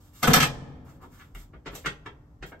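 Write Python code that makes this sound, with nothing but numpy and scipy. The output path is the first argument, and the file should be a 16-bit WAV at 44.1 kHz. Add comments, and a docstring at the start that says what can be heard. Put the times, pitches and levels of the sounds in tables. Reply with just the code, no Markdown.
"""Knife on toast

A table knife spreads over crisp toast in a small, hard-walled kitchen: crust grains crackle, the blade
sticks and slips. Early on something hard clatters onto the counter and rings it. Later the knife knocks
lightly on the dishes, ringing plate and blade. Soft worktop thuds and a low hum lie underneath."""
import sys
import numpy as np
from scipy import signal
from scipy.fft import rfft, irfft
from scipy.io import wavfile

SR = 44100
rng = np.random.default_rng(int(sys.argv[2]) if len(sys.argv) > 2 else 0)


def log_audio(samples):
    """Write samples as a 16-bit WAV file to the path given in sys.argv[1]."""
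    # one column per channel
    frames = np.atleast_2d(samples).T
    # limit to full scale, then quantise
    limited = np.clip(frames, -1, 1)
    pcm = np.round(limited * 32767).astype(np.int16)
    wavfile.write(sys.argv[1], SR, pcm)


N = 114660


def amp(db):
    """Decibels to gain."""
    return 10 ** (np.asarray(db) / 20)


def unit(x):
    """Scale to rms 1."""
    return x / np.sqrt(np.mean(x ** 2))


def colour(x, points):
    """Minimum-phase filter through (frequency [Hz], gain [dB]) points."""
    size = 2 * N
    hz, db = np.array(points, float).T
    f = np.maximum(np.fft.rfftfreq(size, 1 / SR), 1)
    gain = amp(np.interp(np.log(f), np.log(hz), db))
    cepstrum = irfft(np.log(gain))
    cepstrum[1:N] *= 2
    cepstrum[N + 1:] = 0
    return irfft(rfft(x, size) * np.exp(rfft(cepstrum)))[..., :N]


def resonate(x, hz, width_hz):
    """One resonance, unity gain at its centre."""
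    return signal.lfilter(*signal.iirpeak(hz, hz / width_hz, fs=SR), x)


def ring(x, modes, gain_db):
    """An object's modes, driven by contact x."""
    return sum(amp(gain_db + db) * resonate(x, hz, width_hz) for hz, width_hz, db in modes)


def grains(per_s, spread_db):
    """Dense random clicks, a few larger than the rest; rms 1."""
    size = amp(spread_db * np.minimum(rng.exponential(size=N), 4))
    sign = rng.choice([-1, 1], N)
    return unit(size * sign * (rng.random(N) < per_s / SR))


def wander(per_s):
    """Random levels joined by ramps; spread near 1."""
    steps = np.arange(N) / SR * per_s
    count = int(steps[-1]) + 2
    return np.interp(steps, np.arange(count), rng.standard_normal(count))


def swings(table, attack_s):
    """One damped sine per push."""
    out = np.zeros(N)
    for start, db, hz, decay_s in table:
        age = np.maximum(np.arange(N) / SR - start, 0)
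        envelope = (1 - np.exp(-age / attack_s)) * np.exp(-age / decay_s)
        out += amp(db) * envelope * np.sin(2 * np.pi * hz * age)
    return out


# rumble spectrum (frequency [Hz], relative density [dB])
RUMBLE_SPECTRUM = [(21, -17), (46, -5), (105, -2), (210, -17), (410, -24), (1050, -30), (2550, -52),
                   (6100, -50), (15100, -54.5)]
# hum lines (frequency [Hz], rms level [dB])
HUM_LINES = [(247.6, -70.5), (296, -68.5)]
def background(rumble_db=-56.5, side_cut_hz=850):
    """Room rumble, near mono in the bass, and appliance hum."""
    t = np.arange(N) / SR
    mid, side = unit(colour(rng.standard_normal((2, N)), RUMBLE_SPECTRUM))
    side = signal.sosfilt(signal.butter(1, side_cut_hz, "high", fs=SR, output="sos"), side)
    hum = sum(amp(db) * np.sqrt(2) * np.sin(2 * np.pi * (hz * t + rng.random())) for hz, db in HUM_LINES)
    return amp(rumble_db) * np.array([mid + side, mid - side]) + hum


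# crust crackle spectrum (frequency [Hz], relative density [dB])
CRUST_SPECTRUM = [(300, -12.5), (1200, -2.5), (2500, -3.5), (4000, -2.5), (6000, -3), (8200, -2),
                  (12000, -3.5), (15500, 5)]
# steel blade modes (frequency [Hz], width [Hz], relative gain [dB])
BLADE_RING = [(3250, 41, -2), (3540, 39, -6.5), (5020, 75, -10), (6114, 42, 0.5), (7340, 230, -1),
              (8200, 45, 6), (11700, 330, -3)]
# strokes (time [s], attack [s], hold [s], release [s], crackle gain [dB], rub gain [dB], rub centre [Hz])
TOAST_STROKES = [(0.002, 0.00043, 0.0091, 0.12, -61.5, -74, 1160),
                 (0.122, 0.0048, 0.14, 0.035, -56.5, -72.5, 1546),
                 (0.844, 0.0048, 0.05, 0.036, -64, -65, 1126),
                 (0.992, 0.022, 0.024, 0.011, -70, -52.5, 890),
                 (1.002, 0.019, 0.017, 0.025, -63.5, -56.5, 402),
                 (1.085, 0.07, 0.026, 0.067, -59.5, -64.5, 1386),
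                 (1.192, 0.0075, .016, .0065, -71, -53.5, 1570),
                 (1.343, 0.0061, 0.063, 0.023, -57, -67.5, 1545),
                 (1.699, 0.023, 0.027, 0.011, -60.5, -56, 1150),
                 (1.742, 0.0046, 0.0068, 0.05, -49.5, -59.5, 2250),
                 (2.441, 0.025, 0.019, 0.012, -56.5, -68, 2093),
                 (2.59, 0.0039, 0.021, 0.024, -61.5, -79, 1550)]
def spreading(gain_db=-0.5, uneven_db=3):
    """The blade breaks grains of uneven crust, sticks and slips on the bread, and rings."""
    t, out = np.arange(N) / SR, np.zeros(N)
    crackle = unit(colour(grains(per_s=10000, spread_db=6), CRUST_SPECTRUM))
    slips = grains(per_s=340, spread_db=0.58)
    for start, attack_s, hold_s, release_s, crackle_db, rub_db, hz in TOAST_STROKES:
        rise = np.clip((t - start) / attack_s, 0, 1)
        fall = np.exp(-np.maximum(t - start - attack_s - hold_s, 0) / release_s)
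        rub = resonate(slips, hz, width_hz=0.7 * hz)
        rub = unit(resonate(rub, hz, width_hz=hz))
        out += rise * fall * (amp(crackle_db) * crackle + amp(rub_db) * rub)
    out *= amp(uneven_db * wander(per_s=70))
    return amp(gain_db) * (out + ring(out, BLADE_RING, gain_db=7))


# blow bands, bass to top (low edge [Hz], high edge [Hz])
BANDS_HZ = [(80, 300), (300, 900), (900, 2400), (2400, 9000), (10500, 15000)]
def blow_spectrum(levels_db, span_s=0.035, sub_db=-8, top_db=-16.5):
    """Band levels over span_s to filter points, rolled off at both ends."""
    lo, hi = np.array(BANDS_HZ).T
    density_db = np.array(levels_db) + 10 * np.log10(span_s * SR ** 2 / (2 * (hi - lo)))
    sub = [(25, density_db[0] + 2 * sub_db), (80, density_db[0] + sub_db)]
    top = [(13300, density_db[-1]), (15500, density_db[-1] + top_db)]
    return [*sub, *zip(np.sqrt(lo * hi), density_db), *top]


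def blows(table, modes, ring_db, crossover_hz=410, graze_db=-17, graze_max_s=0.0039):
    """Surfaces graze, then meet in a brief rattle; one push carries the bass and rings the modes."""
    t, out = np.arange(N) / SR, np.zeros((2, N))
    low, high = (signal.butter(2, crossover_hz, kind, fs=SR, output="sos") for kind in ("low", "high"))
    for start, *levels_db, rattle_s in table:
        age = np.maximum(t - start, 0) / rattle_s
        graze = amp(graze_db) * np.exp(-np.abs(t - start) / min(graze_max_s, 2 * rattle_s))
        rattle = grains(per_s=2500, spread_db=1.4) * (graze + age * np.exp(-age))
        rattle /= np.sqrt(np.sum(rattle ** 2) + 1e-9)
        push = signal.unit_impulse(N, int((start + rattle_s / 2) * SR))
        contact = signal.sosfilt(low, push) + signal.sosfilt(high, rattle)
        out += colour(np.array([contact, push]), blow_spectrum(levels_db))
    contacts, pushes = out
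    return contacts + ring(pushes, modes, ring_db)


# object and counter modes (frequency [Hz], width [Hz], relative gain [dB])
COUNTER_RING = [(141, 17, -2), (251.2, 23, -1.5), (538, 62, -11.5), (1278, 40, -8.5), (1786, 100, -3),
                (2437, 47, -5.5), (3000, 19, -1), (3180, 79, 3), (4530, 28, -3.5), (5820, 38, -2),
                (8160, 79, 8), (12130, 40, 4.5), (13110, 32, 9)]
# blows, relative levels (time [s], bass [dB], low-mid [dB], mid [dB], treble [dB], top [dB], rattle [s])
COUNTER_BLOWS = [(.2275, -38, -29, -31, -27.5, -35.5, 0.0034),
                 (.242, -41, -30.5, -34, -31.5, -51.5, 0.0014),
                 (.2725, -32, -31.5, -29, -39, -39.5, 0.00093), (.2762, -31, -26, -27, -33, -32.5, 0.00034),
                 (.280, -23, -23, -37.5, -48, -51.5, 0.0017), (.301, -28.5, -33.5, -29, -34, -42, .005),
                 (.3335, -35, -38, -20, -15.5, -27.5, 0.00079), (.339, -43.5, -29.5, -18, -28, -27, .0012),
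                 (.356, -28.5, -26, -25.5, -28.5, -34.5, 0.0023),
                 (.370, -30.5, -26.5, -20, -32.5, -42, .001), (.401, -42, -36, -22, -22, -37, 0.00281),
                 (.424, -49.5, -34, -23, -25, -37, .004)]
def clatter(gain_db=-5.5):
    """A hard object clatters onto the counter; both ring."""
    return amp(gain_db) * blows(COUNTER_BLOWS, COUNTER_RING, ring_db=5)


# edge contacts (time [s], gain [dB], frequency [Hz], decay [s])
EDGE_CLACKS = [(.228, -17.5, 1214, 0.013), (.241, -14.5, 1485, 0.011), (.338, -20.5, 1232, 0.015),
               (.428, -21, 2640, 0.016), (1.661, -38.5, 891, 0.016), (2.427, -36.5, 2490, 0.0085),
               (2.524, -48, 1607, 0.03)]
def clacks():
    """Edge contacts of the object, later the knife, each bring out one pitch."""
    return swings(EDGE_CLACKS, attack_s=0.006)


# thuds (time [s], gain [dB], frequency [Hz], decay [s])
WORKTOP_THUDS = [(.276, -28, 59.3, 0.063), (.279, -19, 150.9, 0.057), (.352, -23, 151, 0.029),
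                 (0.734, -39.5, 74, 0.068), (1.336, -33, 40, 0.049), (1.551, -39.5, 57.9, 0.041),
                 (1.676, -37.5, 47.4, 0.039), (1.83, -42.5, 49.6, 0.097), (2.405, -32.5, 47.8, 0.031)]
def thuds():
    """Soft pushes swing low resonances of the worktop."""
    return swings(WORKTOP_THUDS, attack_s=0.017)


# plate modes (frequency [Hz], width [Hz], relative gain [dB])
PLATE_RING = [(148, 13.7, 1.5), (383, 31, -7), (817, 9.1, -6.5), (1560, 7.1, -10), (1624, 13, -6.5),
              (1866, 53, -3.5), (2225, 35, -9.5), (2672, 23, 0.5), (3230, 34, -5), (3760, 24, -9)]
# broad tone of knife and dish (frequency [Hz], gain [dB])
KNOCK_TONE = [(200, -4.5), (430, 3.5), (700, -2.5), (1200, -3), (1900, 0.5), (2600, 0), (4300, -4.5),
              (8000, -5.5), (11000, -14)]
# knocks, relative levels (time [s], bass [dB], low-mid [dB], mid [dB], treble [dB], top [dB], rattle [s])
KNIFE_KNOCKS = [(1.349, -53, -56, -50.5, -56, -51, 0.0011), (1.533, -54, -55.5, -51, -71, -123, 0.0044),
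                (1.659, -45.5, -45.5, -38.5, -43, -61.5, 0.00547), (1.729, -50, -50, -53, -56, -90, 0.0047),
                (1.750, -69, -47.5, -55, -44.5, -37, 0.0028), (1.846, -55.5, -47, -34.5, -49, -88, 0.00412),
                (1.8595, -39.5, -43.5, -28.5, -35, -40, .0014),
                (2.0595, -58.5, -46, -38, -52.5, -66.5, 0.0019), (2.425, -46, -50, -42, -46, -65, 0.003),
                (2.519, -62.5, -48, -43, -68, -89, 0.0017)]
def knocks(gain_db=-5.5):
    """The knife taps a dish; plate and blade ring."""
    dish = amp(gain_db) * colour(blows(KNIFE_KNOCKS, PLATE_RING, ring_db=7), KNOCK_TONE)
    return dish + ring(dish, BLADE_RING, gain_db=4)


def reverb_envelope(t60_s, build_s):
    """Reflections build up, then die away exponentially."""
    t, decay_per_s = np.arange(N) / SR, np.log(1000) / t60_s
    return (1 - np.exp(-t / build_s)) * np.exp(-decay_per_s * t) * np.sqrt(2 * decay_per_s / SR)


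# room bands (centre [Hz], direct [dB], early t60 [s], relative late gain [dB], late t60 [s],
# left-right coherence [0-1], left minus right [dB])
ROOM_BANDS = [(73.4, -5.5, 0.24, 3.5, 1.9, .95, -0.5), (149, -15.5, 0.19, -4, 1.53, 0.94, 3),
              (320, -4.5, 0.2, -10.5, 2, 0.8, 1.6), (660, -8, 0.26, -12, 1.5, 0.4, -1),
              (1440, -0.5, .13, -20.5, 1.1, 0, 2), (3560, -9.5, 0.18, -23.5, .95, 0, -3.8),
              (6540, -4.5, .13, -16.5, .58, .05, -1.5), (13200, 1.5, .14, -29, .33, 1, 0.1)]
def kitchen(x, tail_db, early_db=4, right_lag_s=2.1e-5):
    """Direct sound, dense reflections off steel and tile, and a longer dull tail."""
    f = np.maximum(np.fft.rfftfreq(N, 1 / SR), 1)
    log_centres = np.log([row[0] for row in ROOM_BANDS])
    mid, side = rfft(rng.standard_normal((2, N)))
    sides, response = np.array([[1], [-1]]), 0
    for one_band, row in zip(np.eye(len(ROOM_BANDS)), ROOM_BANDS):
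        _, _, early_s, late_db, late_s, coherence, pan_db = row
        band = np.interp(np.log(f), log_centres, one_band)
        stereo = np.sqrt((1 + coherence) / 2) * mid + sides * np.sqrt((1 - coherence) / 2) * side
        early = amp(early_db) * reverb_envelope(early_s, build_s=0.00094)
        late = amp(late_db + tail_db) * reverb_envelope(late_s, build_s=0.011)
        response += irfft(band * stereo, N) * (early + late) * amp(sides * pan_db / 2)
    direct = [colour(x, [(hz, db + s * pan_db / 2) for hz, db, *_, pan_db in ROOM_BANDS])
              for s in (1, -1)]
    left, right = np.array(direct) + signal.fftconvolve(x[None], response, axes=1)[:, :N]
    right = irfft(rfft(right) * np.exp(-2j * np.pi * f * right_lag_s), N)
    return np.array([left, right])


def scene():
    """Clatter and the closer knife reverberate; clacks, thuds and background stay dry."""
    counter = clatter()
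    knife = knocks() + spreading()
    room = kitchen(counter, tail_db=1.5) + kitchen(knife, tail_db=1)
    return room + clacks() + thuds() + background()


# microphone response (frequency [Hz], gain [dB])
MIC_RESPONSE = [(20, 3.5), (6100, 0), (8500, -2), (9150, -7), (9750, -29), (10350, -10.5), (11150, -3.5),
                (12150, 3.5), (13400, -3), (14750, -10.5), (15650, -7), (16600, -29.5)]
def record(dry, cutoff_hz=16500):
    """The microphone colours the sound and cuts the top."""
    lowpass = signal.ellip(8, .2, 70, cutoff_hz, fs=SR, output="sos")
    return signal.sosfilt(lowpass, colour(dry, MIC_RESPONSE))


dry = scene()
out = record(dry)
log_audio(out)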